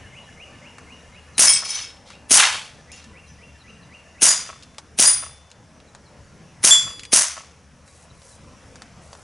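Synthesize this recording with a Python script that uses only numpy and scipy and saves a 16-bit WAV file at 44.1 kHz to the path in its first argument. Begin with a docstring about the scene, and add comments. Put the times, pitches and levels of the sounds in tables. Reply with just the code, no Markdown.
"""Traffic and leaves lie far off behind a wavering engine drone; a near bird whistles and a far one chirps.
Close to the microphone an air rifle ticks in the hands and cloth rustles; it fires six shots in a fenced yard.
Pellets strike hanging metal targets that ring and rattle; fences and far houses throw each bang back.
Air is shaped noise, birds are rough gliding sines, the gun is filtered noise bursts, targets are dying sines."""
import sys
import numpy as np
from scipy import signal
from scipy.io import wavfile
from scipy.ndimage import uniform_filter1d

SR = 44100
rng = np.random.default_rng(int(sys.argv[2]) if len(sys.argv) > 2 else 0)


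def dump_mix(stems):
    """Bounce the given channels to the path in sys.argv[1] as a 16-bit WAV at rate SR."""
    frames = np.atleast_2d(stems).T  # one column per channel
    limited = np.clip(frames, -1, 1)  # hard clip at full scale
    pcm = np.round(limited * 32767).astype(np.int16)
    wavfile.write(sys.argv[1], SR, pcm)


N = 407034  # samples


def amp(db):
    """Decibels to a linear factor."""
    return 10 ** (np.asarray(db) / 20)


def evened(x):
    """Scale to rms 1."""
    return x / np.sqrt(np.mean(x ** 2) + 1e-20)


def read(points, hz):
    """Read a table of (Hz, value) along a log frequency axis."""
    f, value = np.transpose(points)
    return np.interp(np.log(hz + 1), np.log(f + 1), value)


def add(mix, s, sound):
    """Lay a sound into the mix at s seconds, trimmed to fit."""
    at = round(s * SR)
    sound = sound[max(-at, 0):]
    part = mix[max(at, 0):][:len(sound)]
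    part += sound[:len(part)]


def coloured(x, points):
    """Causal minimum-phase filter with the given spectrum, scaled to energy 1."""
    hz = abs(np.fft.fftfreq(4096, 1 / SR))
    log_gain = np.log(amp(np.maximum(read(points, hz), -80)))
    phase = signal.hilbert(log_gain).imag
    taps = np.fft.ifft(np.exp(log_gain - 1j * phase)).real[:2048]
    return signal.oaconvolve(x, taps / np.linalg.norm(taps))[:len(x)]


def band(x, lo_hz, hi_hz, order=2):
    """Butterworth bandpass."""
    edges = [lo_hz, min(hi_hz, 20000)]
    return signal.sosfilt(signal.butter(order, edges, "bandpass", fs=SR, output="sos"), x)


def puff(t60, rise, count=4000):
    """A burst of noise with peak about 1: rises, then falls 60 dB in t60 seconds."""
    t = np.arange(count) / SR
    return rng.standard_normal(count) / 2 * amp(-60 * t / t60) * (1 - np.exp(-t / rise))


def wander(count, size):
    """Smoothed noise of rms 1; a larger size in samples drifts more slowly."""
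    return evened(uniform_filter1d(uniform_filter1d(rng.standard_normal(count), size), size))


def gate(t, length, edge):
    """Rises, holds and falls: 0 to 1 and back, with soft edges."""
    return np.sin(np.pi / 2 * np.clip(np.minimum(t, length - t) / edge, 0, 1)) ** 2


def warble(hz, rough_db):
    """A near sine that follows hz, with a rough throat: pitch and level flutter."""
    turns = np.cumsum(hz * (1 + 0.011 * wander(len(hz), size=90))) / SR
    return amp(rough_db * wander(len(hz), size=70)) * np.sin(2 * np.pi * turns)


# How the yard dies away. Each row: frequency in Hz, t60 in s before each use stretches it.
YARD_T60 = [(100, .2), (300, 0.18), (1000, 0.66), (3000, 0.79), (6000, 0.54), (11000, 0.37)]


def tail(hold, rise, stretch, far_db):
    """Two unlike yard responses of energy about 1: build up, hold while echoes keep arriving, die by band.
    Echoes come in clumps, and far gardens add a slower, fainter end."""
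    hz, t, z = signal.stft(rng.standard_normal((2, SR)), SR, nperseg=128)
    fall_db = -60 * np.maximum(t - hold, 0) / (stretch * read(YARD_T60, hz)[:, None])
    fall = amp(fall_db) + amp(far_db + fall_db / 3.1)
    h = signal.istft(z * fall, SR, nperseg=128)[1][:, :SR]
    clumps = amp(2.2 * wander(SR, size=45))
    h = h * (1 - np.exp(-np.arange(SR) / SR / rise)) * clumps
    return h / np.linalg.norm(h[0])


def spread(x, h, side_db):
    """Sound through the yard to two channels: a shared part and a weaker unlike part."""
    mid, side = signal.fftconvolve(x[None], h, axes=1)[:, :len(x)]
    return np.array([mid + amp(side_db) * side, mid - amp(side_db) * side])


# Far traffic and leaves. Each row: frequency in Hz, relative density in dB per Hz.
AIR_SPECTRUM = [(15, -47), (30, -18), (75, -1), (130, -0.5), (250, -6), (370, -15), (480, -8), (650, -11.5),
                (1230, -14), (2700, -20.5), (4200, -27), (5800, -20.5), (7500, -28), (10600, -31),
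                (12000, -32.5)]
# Their slow drift; only changes about the mean count. Each row: time in s, traffic in dB, leaves in dB.
AIR_DRIFT = [(0, -46.5, -57), (1.3, -48.5, -58), (2.2, -51, -61), (3.3, -50, -59.5), (4.2, -50, -59.5),
             (5.5, -52, -62.5), (6.5, -49, -59), (7.6, -53.5, -63), (8.4, -49.5, -58.5), (9.23, -48, -58)]
# Unlike part between the two channels. Each row: frequency in Hz, level in dB against the shared part.
AIR_SIDE = [(60, -14.5), (220, -16), (830, -17), (3080, -16), (11500, -9.5)]
# A far engine. Each row: time in s, mean level in dB before its waver.
ENGINE_LEVEL = [(0.0, -52), (0.33, -63), (0.38, -47), (0.59, -59), (1.21, -50), (1.95, -63), (2.36, -54),
                (2.44, -63.5), (3.24, -47), (3.98, -57), (4.11, -52.5), (4.34, -72), (4.39, -58),
                (5.48, -53.5), (5.81, -60.5), (8.02, -56), (8.17, -65), (9.23, -50)]
ENGINE_HZ = 75  # centre of a wavering pitch


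def air():
    """Random short-time spectra with faint patches; traffic below, leaves above; a wavering drone."""
    frames, hz = N // 256 + 5, np.fft.rfftfreq(1024, 1 / SR)
    a, b, c, d, patches = rng.standard_normal((frames, 513, 5)).T
    patches = evened(uniform_filter1d(uniform_filter1d(patches, 10, 0), 14, 1))
    # narrow random patches make the air faintly tonal, mostly at low frequencies
    narrow_patches = rng.standard_normal((513, frames))
    narrow_patches = evened(uniform_filter1d(uniform_filter1d(narrow_patches, 2, 0), 30, 1))
    narrow_patches = narrow_patches * np.interp(hz, [900, 2500], [1, .3])[:, None]

    s, low_db, high_db = np.transpose(AIR_DRIFT)
    t = np.arange(frames) * 256 / SR
    high = np.clip(np.log2((hz + 1) / 1500) / 0.99, 0, 1)[:, None]  # 0 is traffic, 1 is leaves
    low_drift_db = np.interp(t, s, low_db - low_db.mean())
    high_drift_db = np.interp(t, s, high_db - high_db.mean())
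    drift_db = (1 - high) * low_drift_db + high * high_drift_db

    mid, side = a + 1j * b, (c + 1j * d) * amp(read(AIR_SIDE, hz))[:, None]
    level_db = read(AIR_SPECTRUM, hz)[:, None] + drift_db + 1.6 * patches + 2.2 * narrow_patches
    z = np.array([mid + side, mid - side]) * amp(level_db)
    wash = amp(-49) * evened(signal.istft(z, nperseg=1024, noverlap=768)[1][:, :N])

    s, db = np.transpose(ENGINE_LEVEL)
    turns = np.cumsum(ENGINE_HZ * (1 + 0.0244 * wander(N, size=4000))) / SR
    drone_db = np.interp(np.arange(N) / SR, s, db) + 3.9 * wander(N, size=2500)
    drone = amp(drone_db) * np.sin(2 * np.pi * turns)
    return wash + drone * amp([[.8], [-.8]])  # dB: the drone leans to the first channel


# Near bird, runs of whistles. Each row: first call in s, end in s, s between calls, relative level in dB,
# its change in dB per s, start pitch in Hz, top pitch in Hz, top change in Hz per s, start in dB against the top.
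WHISTLES = [(-.135, 1.45, 0.25, -44.5, -2.5, 2112, 2900, -50, -3),
            (2.092, 2.45, .257, -50, -1.2, 2080, 2782, -30, -5),
            (2.868, 4.25, .255, -48, -0.5, 1962, 2745, 30, -5)]
# Far bird, falling chirps. Each row: start in s, start pitch in Hz, length in s, relative level in dB.
CHIRPS = [(.212, 4300, .062, -59), (.99, 4000, 0.027, -59), (1.123, 4000, .048, -59),
          (1.339, 4400, 0.055, -52), (3.0, 4400, .05, -60), (3.257, 4300, .04, -59),
          (3.585, 4400, .063, -56), (3.812, 4404, .051, -56.5), (5.86, 4500, .051, -62),
          (6.04, 5000, .06, -61), (7.87, 4200, .04, -60), (8.092, 4060, .036, -56.5),
          (8.307, 4270, .039, -57)]
CHIRP_END_HZ = 3850
START_S, GLIDE_S, TOP_S = .028, .032, .03  # a call: level start, rising glide, held top
# The low note before each call: its lead, length, pitch, fall in pitch, and level against the call's start.
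LEAD_S, LEAD_LENGTH_S, LEAD_HZ, LEAD_SAG_HZ, LEAD_DB = .095, .045, 1810, 110, -3.5


def birds():
    """Near-sine glides with a rough throat, smeared by the gardens around."""
    early = SR // 4  # samples: calls just before the start still echo
    near, far = np.zeros((2, N + early))
    t = np.arange(0, START_S + GLIDE_S + TOP_S, 1 / SR)
    lead = np.arange(0, LEAD_LENGTH_S, 1 / SR)
    risen = np.clip((t - START_S) / GLIDE_S, 0, 1)
    for first, end, every, db, fade_db, start_hz, top_hz, drift_hz, start_db in WHISTLES:
        for later in np.arange(0, end - first, every):
            s = early / SR + first + later + rng.normal(0, .002)
            level_db = db + fade_db * later + rng.normal(0, 1.2)
            hz = start_hz + (top_hz + drift_hz * later - start_hz) * risen
            shape = amp(level_db + start_db * (1 - risen)) * gate(t, t[-1], 0.013)
            add(near, s, shape * warble(hz, 3.5))
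            low = warble(LEAD_HZ - LEAD_SAG_HZ * lead / lead[-1], 3.0)
            low_shape = amp(level_db + start_db + LEAD_DB) * gate(lead, lead[-1], .015)
            add(near, s - LEAD_S, low_shape * low)
    for start, start_hz, length, level_db in CHIRPS:
        u = np.linspace(0, 1, round(length * SR))
        glide = CHIRP_END_HZ + (start_hz - CHIRP_END_HZ) * (1 - u) ** 2
        add(far, early / SR + start, amp(level_db) * np.sin(np.pi * u) * warble(glide, 4.1))
    echo = spread(amp(-4) * near + amp(-7) * far, tail(0.054, 0.007, 1.2, -43.5), -19.5)
    return (near + far + echo)[:, early:]


# The gun and its handling, close by. Each row: start in s, relative peak in dB, body in Hz,
# gain in dB of the bright edge against the body.
TICKS = [(.783, -31, 1730, -11), (2.103, -32, 1390, -11), (3.042, -35, 1720, 1.5), (4.625, -31.5, 3840, -3),
         (4.633, -30.5, 3510, 3), (4.746, -40, 2600, -6), (4.783, -23, 1240, -5.5), (5.503, -40, 1080, -2),
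         (5.515, -34, 3510, 0), (5.802, -38, 3580, -11), (5.949, -28, 1160, -6.5), (6.995, -22.5, 3410, -3),
         (7.034, -26, 2670, -3), (7.052, -24.5, 2920, -1.5), (7.877, -40, 2070, -3), (8.218, -41, 970, -3),
         (8.757, -30, 1330, -7.5), (8.82, -27, 1320, -7), (9.13, -27.5, 886, -8), (9.151, -30.5, 923, -12)]
# A shirt rustles. Each row: start in s, length in s, relative level in dB.
RUSTLES = [(7.84, 0.24, -56.5), (8.11, 0.13, -62), (8.202, 0.19, -52), (8.36, .45, -67), (9.0, .3, -57.5)]
TICK_T60_S, CLOTH_EDGE_S = 0.057, 0.043


def handling():
    """Short ticks with a body and a bright edge, over the rustle of cloth made of uneven noise."""
    out = np.zeros(N)
    for s, db, hz, bright_db in TICKS:
        snap = puff(.008, 1e-4) + amp(-10) * puff(TICK_T60_S, .001)  # a sharp edge, then a short ring
        tick = band(snap, hz / 1.67, hz * 1.38) + amp(bright_db) * band(snap, 3000, 7540)
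        add(out, s, amp(db) * tick / abs(tick).max())
    t = np.arange(N) / SR
    level = sum(amp(db) * gate(t - s, length, CLOTH_EDGE_S) for s, length, db in RUSTLES)
    uneven = evened(uniform_filter1d(rng.standard_normal(N), 200))
    rub = rng.standard_normal(N) * amp(2.5 * uneven)
    return out + evened(band(rub, 4800, 11000)) * level


# The shots. Each row: muzzle bang in s, relative bang level in dB, s the hammer falls before it,
# s the trigger slips before it, relative trigger level in dB, s the rattle starts after it.
SHOTS = [(1.3938, 0.5, .014, .02, -31, .23), (2.3134, 2, .007, .017, -19, .23),
         (4.2266, 0, 0.0079, .0142, -16.5, .264), (4.9961, -1, .0095, .018, -21, .23),
         (6.6451, -.5, 0.0076, 0.015, -18, .222), (7.1322, -.5, .006, .012, -15.5, .235)]
# Colour of the bang close by. Each row: frequency in Hz, relative density in dB per Hz.
BANG = [(35, -54), (60, -28), (268, -9), (674, -16.5), (736, -11), (1220, -16), (2210, -6), (4470, -9.5),
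        (6350, -1), (7570, -12), (8640, 0), (10800, -0.5), (11500, -22.5), (15000, -49), (22000, -120)]
# Near reflections. Each row: s after the bang, burst level in dB over the bang before filtering,
# low edge in Hz, t60 in s.
ECHOES = [(.0037, 10.5, 4000, .0073), (.0072, 16, 3950, .008), (.0122, -7.5, 4000, .03),
          (.0302, 13, 1500, .011), (.041, -4.5, 2500, .006), (.0443, -2.5, 2500, .0064)]
# Colour of the yard's answer. Each row: frequency in Hz, relative density in dB per Hz.
ANSWER = [(35, -70), (60, -25), (229, -10), (380, -20), (495, -18.5), (617, -6), (822, -13.5), (937, -7),
          (4090, -11), (6100, 2), (7600, -3), (9300, -.5), (10800, -0.5), (11500, -15), (15000, -68),
          (22000, -120)]
# Dull knocks as the action settles. Each row: s into the rattle, mean gain in dB against the bang.
RATTLE = [(0, -26.5), (.0092, -24.5), (.038, -29), (.068, -35)]
HAMMER_DB = -2  # the same for every shot


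def rifle():
    """Trigger slip, hammer, then the gas bang with its reflections and the yard's long answer; a rattle follows."""
    near, front, thump = np.zeros((3, N))
    t = np.arange(2000) / SR
    knock = sum(amp(db - 60 * t / 0.036) * np.sin(2 * np.pi * hz * t)
                for hz, db in ((640, -3), (1130, 2.5), (1290, 1.0)))
    knock = (1 - np.exp(-t / .0008)) * knock
    push = np.arange(800) / SR / 0.0009  # the low shove of gas, in units of its length
    shove = (1 - push) * np.exp(-push) * np.minimum(4 * push, 1)
    for s, db, hammer_s, trigger_s, trigger_db, rattle_s in SHOTS:
        add(front, s, amp([db]))  # a single impulse for the yard to answer
        add(thump, s, amp(db - 5) * shove)
        add(near, s - hammer_s, amp(HAMMER_DB) * puff(0.049, 0.0017))
        add(near, s - trigger_s, amp(trigger_db) * puff(0.1, 0.00083))
        swell = puff(0.028, 1e-5)[::-1]  # a faint noise swells up just before the trigger slip
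        add(near, s - trigger_s - 4000 / SR, amp(trigger_db - 12) * swell)
        add(near, s, amp(db + 1) * puff(0.014, .0001))
        for later, echo_db, lo_hz, t60 in ECHOES:
            add(near, s + later, amp(db + echo_db) * band(puff(t60, .0001), lo_hz, 18000))
        for later, knock_db in RATTLE:
            level = amp(db + knock_db + 1.1 * rng.standard_normal())
            rough = 2.2 * band(puff(.03, .0005, count=2000), 500, 2300)
            add(near, s + rattle_s + later, level * (knock + rough))
    answer = spread(coloured(front, ANSWER), tail(0.059, 0.002, 0.73, -32.5), -15.5)
    return coloured(near, BANG) + band(thump, 200, 2200) + amp(23) * answer


# What each hanging target rings with. Each row: mode in Hz, relative level in dB, t60 in s.
SPOON = [(2240, -12.5, .18), (2620, -15, .2), (3240, -13, .22), (4610, -14.5, 0.19), (5160, -5.5, 0.25),
         (5220, -9, 0.2), (5310, -14, .4), (5360, -8.5, 0.39), (6020, -4, .2), (6710, -13, 0.2),
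         (7100, -16.5, .25), (8111, -20.5, .18), (9230, -9, 0.17), (10170, -13, .18)]
PLATE = [(3515, -23.5, 1.2), (4899, -8, .3), (4920, -5, .42), (6901, -6, .3), (8450, -12, .1),
         (9437, -12, .33)]
BELL = [(3418, -3.5, .42), (3420.5, -9.5, .54), (4775, -19.5, .8), (7316, -1, .37), (8748, -13, .25),
        (10380, -31, .9)]
CAN = [(862, -0.5, 0.57), (3430, -14, 0.99), (5560, -1, 0.44), (10330, -1.5, 0.51)]
# How each hangs; the spoon is loose on its hook and jangles.
# Each row: modes, waver in dB before long rings are steadied, smoothing of the waver in samples.
TARGETS = {"spoon": (SPOON, 5, 90), "plate": (PLATE, 1.8, 300), "bell": (BELL, .5, 300),
           "can": (CAN, 3, 200)}


def struck(target, s, db, crack_db, swell, near_hz, favour_db):
    """A crack, then dying sines that swell in; each mode wavers as the target swings and twists."""
    modes, waver_db, size = TARGETS[target]
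    t = np.arange(0, min(1, max(np.transpose(modes)[2])), 1 / SR)  # the longest t60, 1 s at most
    out = np.zeros(len(t))
    add(out, 0, amp(crack_db) * coloured(puff(0.018, 0.00013), BANG))
    for hz, mode_db, t60 in modes:
        lift_db = favour_db * np.exp(-(np.log(hz / near_hz) / .1) ** 2)
        sway_db = waver_db * min(1, 0.33 / t60) * wander(len(t), size)  # long rings keep steadier
        ring = amp(db + mode_db + lift_db - 60 * t / t60 + sway_db) * np.sin(2 * np.pi * hz * t)
        out += ring * (1 - np.exp(-t / max(swell, 1e-4)))
    return s, out


# The pitch centre slides towards SETTLE_HZ.
CLATTER_RISE_S, SETTLE_HZ, SETTLE_S = .022, 3000, .12


def clatter(s, db, hold, t60, start_hz):
    """Dense uneven knocks: a wide resonance that moves, plus the short ring of many small plates of tin."""
    t = np.arange(SR // 2) / SR
    hz = SETTLE_HZ + (start_hz - SETTLE_HZ) * np.exp(-t / SETTLE_S)
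    knocks = rng.standard_normal(len(t)) * amp(2.3 * wander(len(t), size=100))
    # shift the moving centre to 0 Hz, smooth there, shift back
    turn, r = np.exp(2j * np.pi * np.cumsum(hz) / SR), np.exp(-np.pi * 2500 / SR)
    wide = (turn * signal.lfilter([1 - r], [1, -r], knocks / turn)).real
    tin = sum(band(wide, f, f + 160, order=1) * amp(3.6 * wander(len(t), size=400))
              for f in np.geomspace(850, 7000, num=14))
    level = amp(db - 60 * np.maximum(t - hold, 0) / t60) * gate(t, t[-1], CLATTER_RISE_S)
    return s, level * evened(evened(band(wide, 800, 12000, order=3)) + amp(-3.5) * evened(tin))


# Pellet hits and rebounds. Each row: target, start in s, relative ring level in dB, relative crack level in dB,
# swell in s, Hz near which the place struck favours modes, lift there in dB.
BLOWS = [("spoon", 1.454, -20.5, -5.5, .002, 9500, 15.5), ("spoon", 1.47, -12.5, -19, 0.011, 5340, 6.5),
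         ("spoon", 1.487, -21, -18, .007, 9600, 26), ("spoon", 1.521, -22, -22, .002, 8100, 29.5),
         ("spoon", 1.555, -18.5, -22, .004, 5140, 4.5), ("spoon", 1.645, -30, -30, .002, 10000, 6.6),
         ("spoon", 1.686, -25.5, -31, .01, 8070, 14), ("spoon", 1.7, -27, -30, .003, 10240, 9),
         ("spoon", 1.746, -28.5, -27, .003, 6100, 7.3), ("spoon", 1.81, -32.5, -33.5, .003, 7340, 7),
         ("spoon", 1.835, -36, -45, .01, 2460, 11), ("can", 2.373, -25.5, 2.7, .003, 2885, .8),
         ("spoon", 2.5, -54, -52, .004, 5200, 9), ("spoon", 2.917, -43.5, -30, .001, 6900, 13.4),
         ("spoon", 2.96, -45, -40, .003, 6000, 1.5), ("spoon", 3.27, -52, -50, .01, 6000, 8.5),
         ("plate", 4.2855, -13, -12, .003, 6900, 9.5), ("plate", 5.0555, -12, -13, .001, 5080, 1.1),
         ("plate", 5.066, -28.5, -35.5, 0.0028, 9400, 33), ("bell", 6.7079, -4.5, -17.5, .002, 3400, .7)]
# Bouts of struck targets clattering on their hooks. 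Each row: start in s, relative level in dB, hold in s,
# t60 in s, pitch centre at the start in Hz.
CLATTER = [(1.455, -30, 0.089, 0.46, 6000), (1.64, -33.5, .15, .45, 5200), (2.05, -49, 0.066, 0.32, 4200),
           (2.366, -13.5, .035, .2, 1998), (2.41, -15, .025, 0.47, 1900), (2.911, -51.5, 0.09, .6, 3000)]


def targets():
    """Rings and clatter reach the microphone directly, with a fainter answer from the yard."""
    rings, knocks = np.zeros((2, N))
    for row in BLOWS:
        add(rings, *struck(*row))
    for row in CLATTER:
        add(knocks, *clatter(*row))
    sent = amp(-12.5) * rings + amp(-14.0) * knocks
    return rings + knocks + spread(sent, tail(.01, .004, 0.44, -33.5), -12)


def scene():
    """All sources together, the first channel slightly louder (gains in dB)."""
    return (air() + birds() + handling() + rifle() + targets()) * amp([[.4], [-.4]])


EDGE_HZ = 11080  # top of the band


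def record(dry):
    """A fast limiter holds the bangs under full scale, the band is cut, and the last peaks clip."""
    peak_db = 20 * np.log10(abs(dry).max(0) + 1e-9)
    fall = np.arange(N) * 2700.0 / SR  # recovers this many dB a second
    over_db = np.maximum(np.maximum.accumulate(peak_db + fall) - fall + 1.0, 0)  # over -1 dB
    held = np.clip(dry / amp(uniform_filter1d(over_db, 15)), -1.3, 1.3)
    lowpass = signal.firwin(511, EDGE_HZ, window=("kaiser", 9), fs=SR)
    cut = signal.oaconvolve(held, lowpass[None], "same")
    return np.clip(cut, -1, 1)


dry = scene()
out = record(dry)
dump_mix(out)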